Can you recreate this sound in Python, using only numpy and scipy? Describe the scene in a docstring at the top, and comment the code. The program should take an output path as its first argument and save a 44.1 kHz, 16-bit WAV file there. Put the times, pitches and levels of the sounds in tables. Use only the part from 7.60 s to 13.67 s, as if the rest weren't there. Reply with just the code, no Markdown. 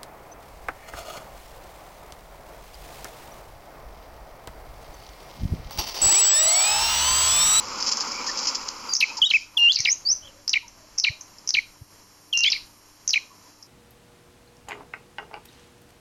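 """A rustle near the cage, with sharp scratches of shaped noise, fills most of the first two seconds.
From 1.3 s small songbirds call close by on a hard-walled terrace: very quick sweeps heard as ticks,
a falling "chew" with an arched note, and whistles, all near sines with echoes of decaying noise.
A few low thumps and faint far notes come and go; hiss, rumble and a faint hum last throughout.
One microphone with a peaky, steeply falling response feeds both channels."""
import sys
import numpy as np
from scipy import signal
from scipy.fft import rfft, irfft
from scipy.io import wavfile

SR = 44100
rng = np.random.default_rng(int(sys.argv[2]) if len(sys.argv) > 2 else 0)


def persist_wave(psi):
    """Save psi, clipped to +-1, as 16-bit WAV."""
    counts = np.round(np.clip(psi, -1, 1) * 32767).astype(np.int16)
    wavfile.write(sys.argv[1], SR, np.atleast_2d(counts).T)


N = 267687

# All levels in the tables apply ahead of the microphone and the limiter, except those of the treble hiss.
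# The chew calls: (time [s], fall level [dB], arch level [dB], echo against the note [dB],
# pitch factor, tempo factor, onset against the fall [dB], ringing echo against the note [dB],
# treble sizzle against the fall [dB])
CHEW_CALLS = [(1.4032, -11.5, -9, -4.5, 1.05, 0.72, -1.5, -8, -17),
              (1.696, -13, -11, -7.5, 1.064, 1.36, -39, -33, -40),
              (2.157, -34, -36.5, 6.5, 0.95, 0.88, 15, 16.5, -33),
              (2.2483, -15.5, -21, -8, .98, .81, -4.5, -25, -53),
              (2.93, -15, -20.5, -7.5, .98, 0.86, -4.5, -10, -41),
              (3.4367, -14, -20, -7.5, 0.99, 0.96, -3, 2, -41),
              (3.938, -15.5, -20, -8, 1, 1.01, -3.5, -4, -43),
              (4.834, -12.5, -21, -4, 1, 0.95, -4, -21, -34),
              (4.918, -25.5, -35.5, -2, .97, .95, 10, 7.5, -47),
              (5.5295, -14.5, -18.5, -8, 1.012, 0.92, -13, -5, -32)]
# Ticks, the farther ones mostly echo: (time [s], level [dB], centre of the sweep [Hz], echo against the tick [dB])
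TICK_CALLS = [(1.3352, -16, 6300, 12), (1.3503, -9, 5340, 9), (1.3646, -9.5, 5730, 8.5),
              (2.118, -26.5, 4380, 20.5), (2.128, -35.5, 6100, 18), (2.143, -37, 5330, 21),
              (2.1886, -12, 5600, -2), (2.204, -6.5, 5720, -2), (2.2191, -22, 5480, 0),
              (2.8783, -14, 5230, 0), (2.8935, -10.5, 5600, -1), (3.0806, -36.5, 5820, 1),
              (3.378, -30, 5640, 7), (3.3834, -12.5, 5660, 4.5), (3.3988, -6, 5480, -2),
              (3.6096, -30.5, 6060, 3), (3.784, -37, 5240, 1), (3.875, -18, 5720, 0),
              (3.8905, -8.5, 5800, 0), (3.9057, -6.5, 5270, -8.5), (4.774, -8.5, 5820, 2.5),
              (4.789, -9, 5600, 0.5), (4.806, -8, 5760, -16), (4.86, -37, 4540, 24.5),
              (4.873, -41.5, 4900, 22), (4.899, -32.5, 5380, 20), (5.4773, -10, 6120, -1.5),
              (5.4908, -15, 5650, 5.5), (5.506, -12, 5200, -3), (6.026, -37, 5370, 5)]
# Whistles: ((start [s], hold [s], rise [s], top [s]), (onset, held, top pitch [Hz]),
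# (onset, held, before the rise, top level [dB]), (place of the catch [share of the rise], its level change [dB]),
# overtone level [dB], echo against the whistle [dB])
WHISTLE_CALLS = [((1.288, .02, .012, .002), (4770, 4770, 4680), (-28, -31, -28, -26), (.0, -6), -72, -8),
                 ((1.6155, .005, .024, .018), (3300, 2940, 3770), (-3, -1, 0, -8), (.85, -8), -31, -11),
                 ((1.968, .104, .024, .006), (3470, 2800, 3430), (-11.5, -22, -7, -10), (.3, -16),
                 -43, -15), ((2.262, .008, .042, .001), (4920, 4980, 6600), (-30.5, -29.5, -24, -20),
                 (.1, -6), -62, -5), ((2.449, .01, .055, .001), (4480, 4640, 6180), (-30, -28, -22, -18),
                 (.2, -6), -62, -5), ((4.7255, .097, .046, .004), (3294, 2775, 3490), (-19, -22, -19, -14),
                 (.25, -12), -41, -10)]
# How the surroundings swell and sink: (time [s], rumble level [dB], treble hiss level [dB])
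SURROUNDING_LEVELS = [(0.0, -47.5, -56), (0.3, -54.5, -87), (0.8, -60, -69), (1.3, -54.5, -57),
                      (1.55, -60.5, -63.5), (2.6, -57.5, -63.5), (3.4, -63.5, -66), (4.1, -61, -60),
                      (4.6, -68, -61.5), (4.95, -60, -57), (5.5, -63.5, -63), (6.07, -68.5, -62.5)]

ARCH_START_S = .028  # after the start of the fall, at tempo factor 1
WHISTLE_ATTACK_S = .005


def from_db(db):
    """Turns decibels into an amplitude factor."""
    return 10 ** (np.asarray(db) / 20)


def rms_one(x):
    """Scales a signal to an rms of 1."""
    return x / np.sqrt(np.mean(x ** 2) + 1e-20)


def at_hz(points, hz):
    """Reads a (frequency, level) curve, straight between its points on a logarithmic frequency scale."""
    curve_hz, curve_db = np.array(points).T
    return np.interp(np.log(hz + 1), np.log(curve_hz), curve_db)


def add(track, s, x):
    """Mixes x into the track from time s."""
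    i = round(s * SR)
    track[i:i + len(x)] += x[:N - i]


def drift(rate):
    """A random wander of spread 1: noise smoothed twice at the given rate in Hz."""
    r = np.exp(-2 * np.pi * rate / SR)
    wander = signal.lfilter([1], [1, -2 * r, r * r], rng.standard_normal(N + SR))
    return rms_one(wander[SR:])  # the first second lets the filter settle


def noise(spectrum):
    """Noise of the given colour, rms 1."""
    gain = from_db(at_hz(spectrum, np.fft.rfftfreq(N, 1 / SR)))
    return rms_one(irfft(rfft(rng.standard_normal(N)) * gain, N))


def birds():
    """All calls: the sound that arrives directly, and what is sent to the walls."""
    arch_echo_db = -6.5  # the low arch reaches the walls more weakly than the fall
    hollow_hz, hollow_width_hz = 4300, 600  # some echoes come back ringing in this band
    direct, sent, hollow = np.zeros((3, N))
    for start, fall_db, arch_db, echo_db, higher, slower, onset_db, hollow_db, _ in CHEW_CALLS:
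        fall, arch = chew(fall_db, arch_db, higher, slower, onset_db)
        arch_start = start + ARCH_START_S * slower
        for s, note, wall_db in (start, fall, echo_db), (arch_start, arch, echo_db + arch_echo_db):
            add(direct, s, note)
            add(sent, s, note * from_db(wall_db))
            add(hollow, s, note * from_db(hollow_db))
    for start, level_db, hz, echo_db in TICK_CALLS:
        sound = from_db(level_db) * tick(hz)
        add(direct, start - .0015, sound)  # its middle comes 0.8 ms after the listed time
        add(sent, start - .0015, sound * from_db(echo_db))
    for (start, *lengths), pitches, levels_db, catch, overtone_db, echo_db in WHISTLE_CALLS:
        tone = whistle(lengths, pitches, levels_db, *catch, overtone_db)
        add(direct, start, tone)
        add(sent, start, tone * from_db(echo_db))
    ringing = signal.iirpeak(hollow_hz, hollow_hz / hollow_width_hz, SR)
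    return direct, sent + signal.lfilter(*ringing, hollow + 1e-18)


def chew(fall_db, arch_db, higher, slower, onset_db):
    """One call: the pitch snaps down onto a steady slide, then an arched note climbs fast and sinks slowly."""
    # all times and pitches here are for tempo and pitch factors of 1
    fall_s, fall_attack_s, fall_release_s = .0225, .0015, .011
    slide_from_hz, slide_hz_per_s, snap_hz, snap_s = 4650, -130000, 2194, .0014
    # part-way down the voice breaks: the pitch steps down and the level dips
    break_at_s, break_s, break_hz, break_db = .0085, .0009, 300, -7
    onset_s = .0042  # the high start, strong in some calls and swallowed in others
    t = np.linspace(0, fall_s, 90)
    past = (t - break_at_s) / break_s
    fall_hz = slide_from_hz + slide_hz_per_s * t + snap_hz * np.exp(-t / snap_s)
    fall_hz -= break_hz * (1 + np.tanh(past)) / 2
    shape_db = envelope_db(t, fall_attack_s, fall_release_s)
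    shape_db = shape_db + break_db * np.exp(-past ** 2) + onset_db * np.exp(-(t / onset_s) ** 4)
    fall = sing(t * slower, fall_hz * higher, fall_db + shape_db, 0 * t - 28,
                half_db=-48.0, flutter_db=1.8, hiss_db=-25)

    arch_s, arch_attack_s, arch_release_s = .03, .0047, .0069
    arch_top_hz, arch_depth_hz, top_at = 2467, 644, .33  # the top comes at this share of the note
    t = np.linspace(0, arch_s, 50)
    off_top = np.interp(t / arch_s, [0, top_at, 1], [1, 0, 1])
    arch_hz = arch_top_hz - arch_depth_hz * off_top ** 2
    level_db = arch_db + envelope_db(t, arch_attack_s, arch_release_s)
    arch = sing(t * slower, arch_hz * higher, level_db, 0 * t - 28,
                half_db=-48.0, flutter_db=1.8, hiss_db=-30)
    return fall, arch


def tick(hz):
    """A rising sweep about a millisecond long, too quick to hear as pitch, with a brief broad click of noise."""
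    t = np.arange(-100, 100) / SR
    sweep = np.exp(-(t / .0006) ** 2) * np.sin(2 * np.pi * (hz * t + 3.5e5 * t ** 2))
    bright = signal.lfilter([1, -.8], [1], rng.standard_normal(len(t)))
    click = from_db(-10) * np.exp(-np.abs(t) / .0003) * bright  # strongest at the middle of the sweep
    return sweep + click


def whistle(lengths, pitches, levels_db, catch_at, catch_db, overtone_db):
    """A near sine that sets in, scoops to a held pitch, rises to a top and stays there."""
    scoop_s, release_s = .009, .007
    catch_s = .0021  # in its rise the whistle catches and dips
    waver = .0066  # the pitch wavers by this share
    hold, rise, top = lengths
    s = np.cumsum([0, WHISTLE_ATTACK_S, scoop_s, hold, rise, top, release_s])
    t = np.arange(0, s[-1], .001)
    pitch = np.interp(t, s, np.array(pitches)[[0, 0, 1, 1, 2, 2, 2]])
    pitch = pitch * (1 + waver * signal.resample(rng.standard_normal(len(t) // 12 + 2), len(t)))
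    catch = np.exp(-((t - s[3] - catch_at * rise) / catch_s) ** 2)
    body_db = np.interp(t, s[1:5], levels_db) + catch_db * catch
    level_db = body_db + envelope_db(t, WHISTLE_ATTACK_S, release_s)
    # taking the body off lets the overtones keep their own level while the tone swells
    return sing(t, pitch, level_db, overtone_db - body_db, half_db=-2, flutter_db=1.02, hiss_db=-35.5)


def envelope_db(t, attack, release):
    """Rounded attack, hold and rounded release, from and to -45 dB."""
    before_hold = (1 - t / attack).clip(0)
    after_hold = (1 - (t[-1] - t) / release).clip(0)
    return -45 * (before_hold ** 2 + after_hold ** 2)


def sing(s, pitch, level_db, octave_db, half_db, flutter_db, hiss_db):
    """A near sine along a pitch curve, with a hoarse octave, a line between the two and a broad hiss."""
    t = np.arange(s[0], s[-1], 1 / SR)
    phase = 2 * np.pi * np.cumsum(np.interp(t, s, pitch)) / SR
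    hoarse = signal.resample(rng.standard_normal((3, len(t) // 90 + 2)), len(t), axis=1)
    octave = (.5 + hoarse[0]) * np.sin(2 * phase)
    half = from_db(half_db) * (.5 + hoarse[1]) * np.sin(3 * phase / 2)  # at 1.5 times the pitch
    hiss = from_db(hiss_db + 2.84 * hoarse[1]) * rng.standard_normal(len(t))
    tone = np.sin(phase) + from_db(np.interp(t, s, octave_db)) * (octave + half) + hiss
    return from_db(np.interp(t, s, level_db) + flutter_db * hoarse[2]) * tone


def terrace(x):
    """Echoes off hard walls: dense near ones that die fast, then a longer diffuse tail."""
    early_db, early_t60_s, tail_t60_s = 9.5, .07, .28  # early level against the tail; times to fall by 60 dB
    t = np.arange(SR // 2) / SR
    sparse = rng.standard_normal(len(t)) * np.where(rng.random(len(t)) < .012, 6.0, .4)
    early = from_db(early_db - 60 * t / early_t60_s) * sparse
    tail = from_db(-60 * t / tail_t60_s) * rng.standard_normal(len(t))
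    response = (early + tail) * (t > .002)
    return signal.fftconvolve(x, response / np.sqrt(np.sum(response ** 2)))[:N]


def rustle():
    """A grainy bright hiss and a hollow dull one swell and die away; scratches start sharply and fade."""
    # the rustling bed: (time [s], bright level [dB], dull level [dB])
    bed_levels = [(0.0, -43.5, -39.5), (0.3, -36, -39), (0.66, -40, -37.5), (0.84, -35.5, -39.5),
                  (1.15, -47.5, -44.5), (1.42, -43, -45), (1.63, -49, -49.5), (1.759, -35, -73),
                  (1.95, -75.5, -56)]
    # scratches within it: (time [s], level [dB], length [s])
    scratch_list = [(0.201, -30, 0.011), (0.223, -33, 0.0052), (0.263, -29.5, 0.011), (0.274, -27.5, .013),
                    (0.287, -25.5, 0.01), (0.3137, -28, 0.026), (0.37, -23.5, 0.0027), (0.402, -33, 0.023),
                    (.472, -39, 0.0057), (0.516, -36, .008), (0.664, -33.5, 0.036), (0.773, -33, 0.014),
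                    (0.79, -26, 0.0027), (0.853, -34, 0.0074), (0.87, -29, 0.033), (0.947, -28.5, 0.013),
                    (1.083, -26.5, 0.007), (1.568, -35.5, 0.019)]
    # colours of the two hisses: (frequency [Hz], relative level per Hz [dB])
    dull_colour = [(130, -44.5), (210, -5.5), (320, -8), (400, -12), (540, -6), (650, -17), (950, -0.5),
                   (1400, -5.5), (1700, -18.5), (2300, -9), (3500, -14.5)]
    bright_colour = [(1000, -28), (2500, -13.5), (4000, -9.5), (4700, 4.5), (5200, 9), (5800, 1.5),
                     (7000, -3), (9000, -28.5), (14000, -13)]
    s, bright_db, dull_db = np.transpose(bed_levels)
    t = np.arange(N) / SR
    bright_level = from_db(np.interp(t, s, bright_db, right=-90) + 1.1 * drift(40))
    u = np.arange(round(.08 * SR)) / SR
    for start, scratch_db, length in scratch_list:
        stroke = np.exp(-(u / length) ** 4) + .25 * np.exp(-u / .015)
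        add(bright_level, start, from_db(scratch_db) * (1 - np.exp(-u / .0017)) * stroke)
    grain = from_db(2.0 * drift(400))
    dull_level = from_db(np.interp(t, s, dull_db, right=-90) + 1.4 * drift(25))
    return bright_level * grain * noise(bright_colour) + dull_level * noise(dull_colour)


def thumps():
    """Low thumps of about one and a half swings each, under a bell-shaped swell."""
    # low thumps: (time of the middle [s], peak level [dB], frequency [Hz])
    thump_list = [(1.632, -32, 94.6), (2.205, -33.5, 108), (3.505, -32.5, 102), (4.221, -37, 100)]
    out, t = np.zeros(N), np.arange(-1000, 1000) / SR
    for centre, peak_db, hz in thump_list:
        swing = np.exp(-(t * hz / .62) ** 2) * np.cos(2 * np.pi * hz * t)
        add(out, centre + t[0], -from_db(peak_db) * swing)
    return out


def far_notes():
    """Soft gliding tones, blurred by distance: their strength and phase wander at random."""
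    # faint far notes: (start [s], length [s], start pitch [Hz], end pitch [Hz], level [dB])
    note_list = [(0.524, 0.12, 2340, 2320, -44.5), (0.682, 0.027, 1840, 1820, -39),
                 (1.478, 0.055, 893, 924, -54), (1.565, 0.04, 985, 874, -45),
                 (1.944, 0.11, 955, 913, -56.5), (2.399, 0.19, 535, 615, -69),
                 (2.609, 0.11, 647, 526, -63.5), (2.699, 0.15, 517, 575, -66.5),
                 (2.622, 0.066, 3080, 3420, -49), (2.656, 0.056, 3240, 2800, -55),
                 (3.025, .05, 940, 960, -60), (3.142, 0.19, 660, 602, -68.5), (3.463, .13, 577, 646, -69.5),
                 (3.6, 0.064, 995, 974, -64), (5.701, 0.052, 1095, 1040, -61.5),
                 (5.843, 0.041, 1020, 970, -63.5)]
    out = np.zeros(N)
    for start, length, start_hz, end_hz, level_db in note_list:
        u = np.linspace(0, 1, round(length * SR))
        phase = 2 * np.pi * np.cumsum(start_hz + (end_hz - start_hz) * u) / SR
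        step = int(SR / (.12 * start_hz))  # samples between two random values
        blur = signal.resample(rng.standard_normal((2, 80)), 80 * step, axis=1)[:, :len(u)]
        tone = (.6 + blur[0]) * np.sin(phase) + blur[1] * np.cos(phase)
        add(out, start, from_db(level_db) * np.sqrt(np.sin(np.pi * u).clip(0)) * tone)
    return out


def air_hiss():
    """A lasting hiss of shaped noise that swells gently."""
    # colour of the hiss: (frequency [Hz], relative level per Hz [dB])
    air_colour = [(60, -27), (120, -19), (200, -16), (500, -20.5), (750, -22.5), (1000, -17.5), (1500, -26),
                  (2400, -25), (3600, -26), (5400, -18), (7500, -23.5), (9000, -12)]
    return from_db(-47 + 1.5 * drift(4)) * noise(air_colour)


def rumble():
    """Low shaped noise that swells and sinks."""
    # colour of the rumble: (frequency [Hz], relative level per Hz [dB])
    rumble_colour = [(15, -5.5), (30, -2), (70, -11.5), (150, -18), (300, -27)]
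    s, rumble_db, _ = np.transpose(SURROUNDING_LEVELS)
    level_db = np.interp(np.arange(N) / SR, s, rumble_db) + 2.5 * drift(4.4)
    return from_db(level_db) * noise(rumble_colour)


def hum():
    """A few sines of steady pitch whose levels drift a little."""
    # the lines of the hum: (frequency [Hz], rms level before the drift [dB])
    hum_lines = [(100, -71.5), (299, -73), (5566, -69)]
    t = np.arange(N) / SR
    out = np.zeros(N)
    for hz, db in hum_lines:
        out += np.sqrt(2) * from_db(db + .83 * drift(4.6)) * np.sin(2 * np.pi * hz * t)
    return out


def treble_hiss():
    """A thin hiss above the range of the microphone; it swells, flickers and sizzles briefly on calls."""
    # colour of the treble hiss: (frequency [Hz], relative level per Hz [dB])
    treble_colour = [(7600, -42.5), (8400, -8), (9500, -8), (11000, -5), (14000, -8.5)]
    s, _, treble_db = np.transpose(SURROUNDING_LEVELS)
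    level = from_db(np.interp(np.arange(N) / SR, s, treble_db) + 1.1 * drift(15))
    # each sizzle: (start [s], level [dB], length [s]), its level set against that of the call
    sizzles = [(row[0], row[1] - 37.5, .0028) for row in TICK_CALLS]
    sizzles += [(row[0], row[1] + row[-1], .016) for row in CHEW_CALLS]
    for (start, *_), _, (onset_db, *_), *_ in WHISTLE_CALLS:
        sizzles.append((start + WHISTLE_ATTACK_S, onset_db - 32.5, .028))
    u = np.arange(round(.08 * SR)) / SR
    for start, sizzle_db, length in sizzles:
        add(level, start, from_db(sizzle_db) * (1 - np.exp(-u / .0006)) * np.exp(-(u / length) ** 2))
    return level * noise(treble_colour)


def microphone(x):
    """Colours the sound by a response with the least possible delay (minimum phase)."""
    # microphone response: (frequency [Hz], gain [dB])
    mic_curve = [(20, 1.5), (1300, 7), (1650, 6), (2300, 4.5), (3400, 2.5), (3650, -6.5), (3900, 3),
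                 (4600, 2.5), (7200, 4.5), (7550, 2), (7900, -25.5), (8400, -51.5), (9500, -18.5),
                 (14000, -17)]
    size = 4096
    log_gain = at_hz(mic_curve, np.fft.rfftfreq(size, 1 / SR)) * np.log(10) / 20
    # folding the cepstrum forward in time makes the response minimum phase
    cepstrum = irfft(log_gain, size)
    cepstrum[1:size // 2] *= 2
    cepstrum[size // 2 + 1:] = 0
    response = irfft(np.exp(rfft(cepstrum)), size)
    return signal.fftconvolve(x, response[None], axes=1)[:, :N]


def limiter(x):
    """Turns the gain down fast on peaks over the ceiling and lets it creep back."""
    ceiling_db, release_db_per_s, attack_s = -10, 150, .00008
    over_db = np.maximum(20 * np.log10(np.abs(x) + 1e-9) - ceiling_db, 0)
    slope = release_db_per_s * np.arange(N) / SR
    held_db = np.maximum.accumulate(over_db + slope, axis=1) - slope
    r = np.exp(-1 / (attack_s * SR))
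    return x * from_db(-signal.lfilter([1 - r], [1, -r], held_db))


def scene():
    """Mixes the birds, their echoes and everything around them, the same in both channels."""
    direct, sent = birds()
    calls = direct + terrace(sent)
    background = air_hiss() + rumble() + hum()
    mono = calls + rustle() + thumps() + far_notes() + background
    return np.array([mono, mono])


def record(dry):
    """The microphone colours, treble hiss joins, a limiter holds the peaks, and the top is cut."""
    limited = limiter(microphone(dry) + treble_hiss())
    top_cut = signal.cheby2(12, 70, 14600, fs=SR, output="sos")  # 70 dB down from 14600 Hz upward
    return signal.sosfilt(top_cut, limited)


dry = scene()
out = record(dry)
persist_wave(out)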